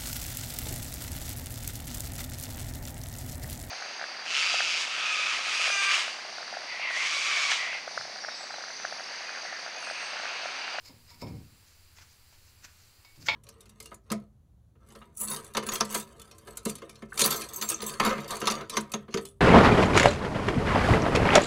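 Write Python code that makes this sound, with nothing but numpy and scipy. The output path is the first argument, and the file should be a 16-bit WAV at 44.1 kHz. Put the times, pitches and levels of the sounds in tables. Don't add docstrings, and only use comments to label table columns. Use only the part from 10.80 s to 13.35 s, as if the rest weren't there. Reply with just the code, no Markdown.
import sys
import numpy as np
from scipy import signal
from scipy.fft import rfft, irfft
from scipy.io import wavfile

SR = 44100
rng = np.random.default_rng(int(sys.argv[2]) if len(sys.argv) > 2 else 0)


def transcribe(signal):
    frames = np.atleast_2d(signal).T
    limited = np.clip(frames, -1, 1)
    pcm = np.round(limited * 32767).astype(np.int16)
    wavfile.write(sys.argv[1], SR, pcm)


N = 112454
T = np.arange(N) / SR

# start_s, pad_ring_db, edge_share (0 face to 1 edge), bracket_ring_db, crack_db,
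# free_share (part that rings on, 0 to 1), ring_length_s
CONTACTS = [(.0955, -61, 0.94, -73, -58, 0.57, .1), (0.312, -55, 0.89, -85, -76, 0.9, 0.04),
            (.4235, -43.5, 1.0, -59, -67, 0.72, 0.024), (.468, -54, 0.89, -60, -57, 0.93, .115),
            (1.185, -80, 0.4, -69, -49.5, 0.4, .1), (1.526, -82, .5, -73, -60, 0.4, .1),
            (1.848, -82, .3, -67, -61, 0.1, .15), (2.247, -55, 0.36, -88, -55, 1, 0.106),
            (2.4785, -61, .1, -57, -37.5, 0.1, .1), (2.485, -20.5, 0.08, -24.5, -22.5, 0.11, .2),
            (2.4955, -27.5, 0.2, -36, -33, 0, .2), (2.512, -59, 0.6, -46, -55, 0.2, .2),
            (2.533, -32, 0.1, -53, -55, 0.3, .2)]
# pitch_hz, face_level_db, edge_level_db, t60_s
PAD_MODES = [(949.5, -24.5, 0.5, 0.74), (1276, -41, -12.5, 0.47), (2233, 1, -11, 1), (3697, -7, -12, 0.23),
             (4390, -15, -25, 0.16), (5055, -32, -11, 0.24), (5326, -27, -2, 0.24)]
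# pitch_hz, level_db, t60_s
BRACKET_MODES = [(540, -26, 0.25), (873.7, -3.5, 0.16), (963, -6.5, 0.24), (1121, -11, .15),
                 (1377, -11, .35), (1730, -13, 0.35), (2161, -2.5, 0.75), (2326, -4.5, 0.27),
                 (2394, -1.5, 0.35), (2540, -19, 0.19), (2610, -9, 0.12), (3290, -16, 0.14),
                 (3365, -11.5, 0.14), (4137, -9, 0.18), (4670, -11, 0.12), (5320, -10.5, 0.9),
                 (6480, -27, .15)]
# frequency_hz, level_db
CRACK_SPECTRUM = [(120, -28), (250, -19), (500, -9.5), (950, -2.5), (1600, -11), (2350, 1.5), (2900, -6),
                  (3300, -2), (3900, -8.5), (4400, -2), (4900, -10), (5600, -18.5), (7200, -18.5),
                  (8300, -39), (15000, -50)]
# start_s, thud_db, boom_db, boom_rise_s
KNOCKS = [(0.093, -53.5, -59, 0.035), (.31, -75, -60.5, 0.022), (0.4228, -37, -38.5, 0.018),
          (2.374, -67, -52, 0.0036), (2.488, -52.5, -54.5, 0.023)]
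# pitch_hz, level_db
SUSPENSION_MODES = [(75, -3), (112, 3), (136, -4.5), (148, -1), (167, -3.5), (238, -5.5), (265, -9),
                    (302, -9.5), (476, -17.5), (560, -30), (760, -21)]
# frequency_hz, level_db
THUD_SPECTRUM = [(40, -37), (120, -4), (270, 3.5), (400, -8), (560, 0.5), (680, -13), (780, -7.5),
                 (1100, -12.5), (1600, -45), (4000, -57)]
# frequency_hz, level_db
RUMBLE_SPECTRUM = [(25, -41), (52, -19), (78, 3), (115, -5), (180, -4), (290, -10), (380, -15),
                   (750, -27.5), (1400, -35), (4000, -61)]
# peak_s, rise_s, fall_s, level_db
SLIDES = [(0.061, 0.017, 0.014, -50), (.082, 0.0088, 0.014, -52.5), (.306, .022, 0.021, -52),
          (0.344, .001, 0.0056, -54), (0.4195, .013, 0.01, -45), (.482, 0.0092, 0.014, -55),
          (2.249, .001, 0.0089, -53), (2.362, 0.0032, 0.0086, -55.5), (2.4268, 0.0038, 0.0034, -48),
          (2.481, 0.0046, .006, -51)]
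# frequency_hz, level_db
SLIDE_SPECTRUM = [(300, -15), (1200, -9.5), (1600, -14.5), (2300, -5), (3200, -16.5), (4200, -5), (5050, 2),
                  (5900, -14), (7100, -9.5), (9000, -22.5), (14500, -18.5)]
# peak_s, rise_s, fall_s, rasp_db, hiss_db
RUBS = [(.88, 0.049, 0.12, -74, -65), (1.172, 0.0089, 0.013, -60.5, -58),
        (1.223, 0.019, 0.014, -57.5, -55.5), (1.315, 0.025, 0.021, -81, -60),
        (1.53, .03, 0.048, -74, -65.5), (1.695, 0.048, 0.011, -76, -62), (1.85, 0.01, 0.0072, -48.5, -45.5),
        (1.875, .01, 0.074, -70, -78), (2.01, 0.058, 0.084, -73.5, -63.5),
        (2.413, 0.011, 0.043, -84, -56.5), (2.467, 0.0052, 0.014, -44.5, -40)]
# frequency_hz, level_db
RASP_SPECTRUM = [(200, 3), (800, -17), (1400, 8), (1900, 6.5), (2800, 1), (3600, -6), (6000, -58)]
# frequency_hz, level_db
RUB_HISS_SPECTRUM = [(1500, -10), (3400, -9), (4600, -1), (6300, 1.5), (7400, -3), (9000, -22),
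                     (14500, -16.5)]
# frequency_hz, level_db
HUM_SPECTRUM = [(15, 6.5), (28, -1), (45, -16.5), (65, 2.5), (88, 5.5), (110, -1), (145, -14), (280, -19.5),
                (500, -22), (1500, -61)]
# frequency_hz, level_db
HISS_SPECTRUM = [(300, -7.5), (650, -5), (1000, -2), (1800, -2.5), (2700, -1), (3500, -5.5), (4300, 2),
                 (4900, -2), (5500, -5), (6700, -6.5), (7500, -0.5), (8200, -12), (10100, -10.5),
                 (10600, -2), (11500, -5), (12300, -12), (13200, -2.5), (13950, -13), (14500, -5.5),
                 (15500, -5.5)]
# pitch_hz, level_db
WHINES = [(4800, -74.5), (7640, -84.5), (8545, -77), (14735, -83)]
# frequency_hz, level_db
WALL_SPECTRUM = [(100, -1.5), (3000, 2), (6000, -3.5), (15000, -3)]

TOUCH_S = 0.00034
CLAMP_S, GRIP_S = 0.014, 0.0099
CRACK_S, CRACK_TAIL_S, CRACK_TAIL_DB = 0.0076, 0.16, -26
THUD_S, BOOM_HOLD_S, BOOM_FALL_S = 0.035, 0.12, 0.075
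SWAY_DB, RUMBLE_DB = -4, -6
GRAINS_PER_S, GRAIN_SHARE = 4000, 0.68
HUM_DB, HISS_DB, WHINE_WIDTH_HZ = -61, -62, 70
GARAGE_T60_S, GARAGE_DELAY_S, GARAGE_DB = 0.3, 0.011, -11.01
CUTOFF_HZ = 15650


def contacts():
    out = np.zeros(N)
    crack = coloured(CRACK_SPECTRUM)
    for start, pad_db, edge, bracket_db, crack_db, free, length in CONTACTS:
        pad_modes = [(hz, face_db * (1 - edge) + edge_db * edge, t60)
                     for hz, face_db, edge_db, t60 in PAD_MODES]
        ringing = from_db(pad_db) * ring(start, pad_modes) + from_db(bracket_db) * ring(start, BRACKET_MODES)
        first_loss = free + (1 - free) * decay(start, CLAMP_S)
        grip = np.exp(-np.maximum(T - start - length, 0) / GRIP_S)
        out += ringing * first_loss * grip
        crack_shape = decay(start, CRACK_S) + from_db(CRACK_TAIL_DB) * decay(start, CRACK_TAIL_S)
        out += from_db(crack_db) * crack * crack_shape
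    return out


def ring(start, modes):
    t = T[T >= start]
    out = np.zeros(N)
    for k, (hz, db, t60) in enumerate(modes):
        sign = (-1) ** k
        fall = np.exp(-np.log(1000) * (t - start) / t60)
        out[N - len(t):] += sign * from_db(db) * fall * np.sin(2 * np.pi * hz * t)
    return out * (1 - np.exp(-np.maximum(T - start, 0) / TOUCH_S))


def knocks():
    sway = sum(from_db(db) * np.sin(2 * np.pi * (hz * T + rng.random())) for hz, db in SUSPENSION_MODES)
    thud = coloured(THUD_SPECTRUM)
    boom = from_db(RUMBLE_DB) * coloured(RUMBLE_SPECTRUM) + from_db(SWAY_DB) * rms_one(sway)
    out = np.zeros(N)
    for start, thud_db, boom_db, rise in KNOCKS:
        t = np.maximum(T - start, 0)
        boom_shape = (1 - np.exp(-t / rise)) * np.exp(-np.maximum(t - BOOM_HOLD_S, 0) / BOOM_FALL_S)
        out += from_db(thud_db) * thud * decay(start, THUD_S)
        out += from_db(boom_db) * boom * boom_shape
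    return out


def slides():
    strength = sum(from_db(db) * swell(peak, rise, fall) for peak, rise, fall, db in SLIDES)
    return friction(SLIDE_SPECTRUM) * strength


def rubs():
    rasp, hiss = friction(RASP_SPECTRUM), friction(RUB_HISS_SPECTRUM)
    out = np.zeros(N)
    for peak, rise, fall, rasp_db, hiss_db in RUBS:
        out += swell(peak, rise, fall) * (from_db(rasp_db) * rasp + from_db(hiss_db) * hiss)
    return out


def friction(spectrum):
    slips = rms_one((rng.random(N) < GRAINS_PER_S / SR) * rng.standard_normal(N))
    smooth = rng.standard_normal(N)
    return coloured(spectrum, np.sqrt(GRAIN_SHARE) * slips + np.sqrt(1 - GRAIN_SHARE) * smooth)


def garage(x):
    tail = coloured(WALL_SPECTRUM) * decay(GARAGE_DELAY_S, GARAGE_T60_S / np.log(1000))
    tail /= np.sqrt(np.sum(tail ** 2))
    return from_db(GARAGE_DB) * signal.fftconvolve(x, tail)[:N]


def background():
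    out = from_db(HUM_DB) * coloured(HUM_SPECTRUM) + from_db(HISS_DB) * coloured(HISS_SPECTRUM)
    radius = np.exp(-np.pi * WHINE_WIDTH_HZ / SR)
    for hz, db in WHINES:
        poles = [1, -2 * radius * np.cos(2 * np.pi * hz / SR), radius ** 2]
        whine = signal.lfilter([1, 0, -1], poles, rng.standard_normal(N))
        out += from_db(db) * rms_one(whine)
    return out


def decay(start, fall):
    t = np.maximum(T - start, 0)
    return (1 - np.exp(-t / TOUCH_S)) * np.exp(-t / fall)


def swell(peak, rise, fall):
    return np.exp(-np.maximum((peak - T) / rise, (T - peak) / fall))


def coloured(spectrum, source=None):
    if source is None:
        source = rng.standard_normal(N)
    hz, db = np.transpose(spectrum)
    f = np.maximum(np.arange(N // 2 + 1) * SR / N, 1)
    gain = from_db(np.interp(np.log(f), np.log(hz), db))
    gain /= np.sqrt((1 + (hz[0] / 2 / f) ** 4) * (1 + (f / 2 / hz[-1]) ** 4))
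    return rms_one(irfft(rfft(source) * gain, N))


def rms_one(x):
    return x / np.sqrt(np.mean(x ** 2) + 1e-20)


def from_db(db):
    return 10 ** (np.asarray(db) / 20)


def scene():
    metal = contacts() + slides() + rubs()
    return (metal + garage(metal) + knocks() + background())[None]


def record(dry):
    lowpass = signal.ellip(12, 0.1, 80, CUTOFF_HZ, fs=SR, output="sos")
    return signal.sosfilt(lowpass, dry)


dry = scene()
out = record(dry)
transcribe(out)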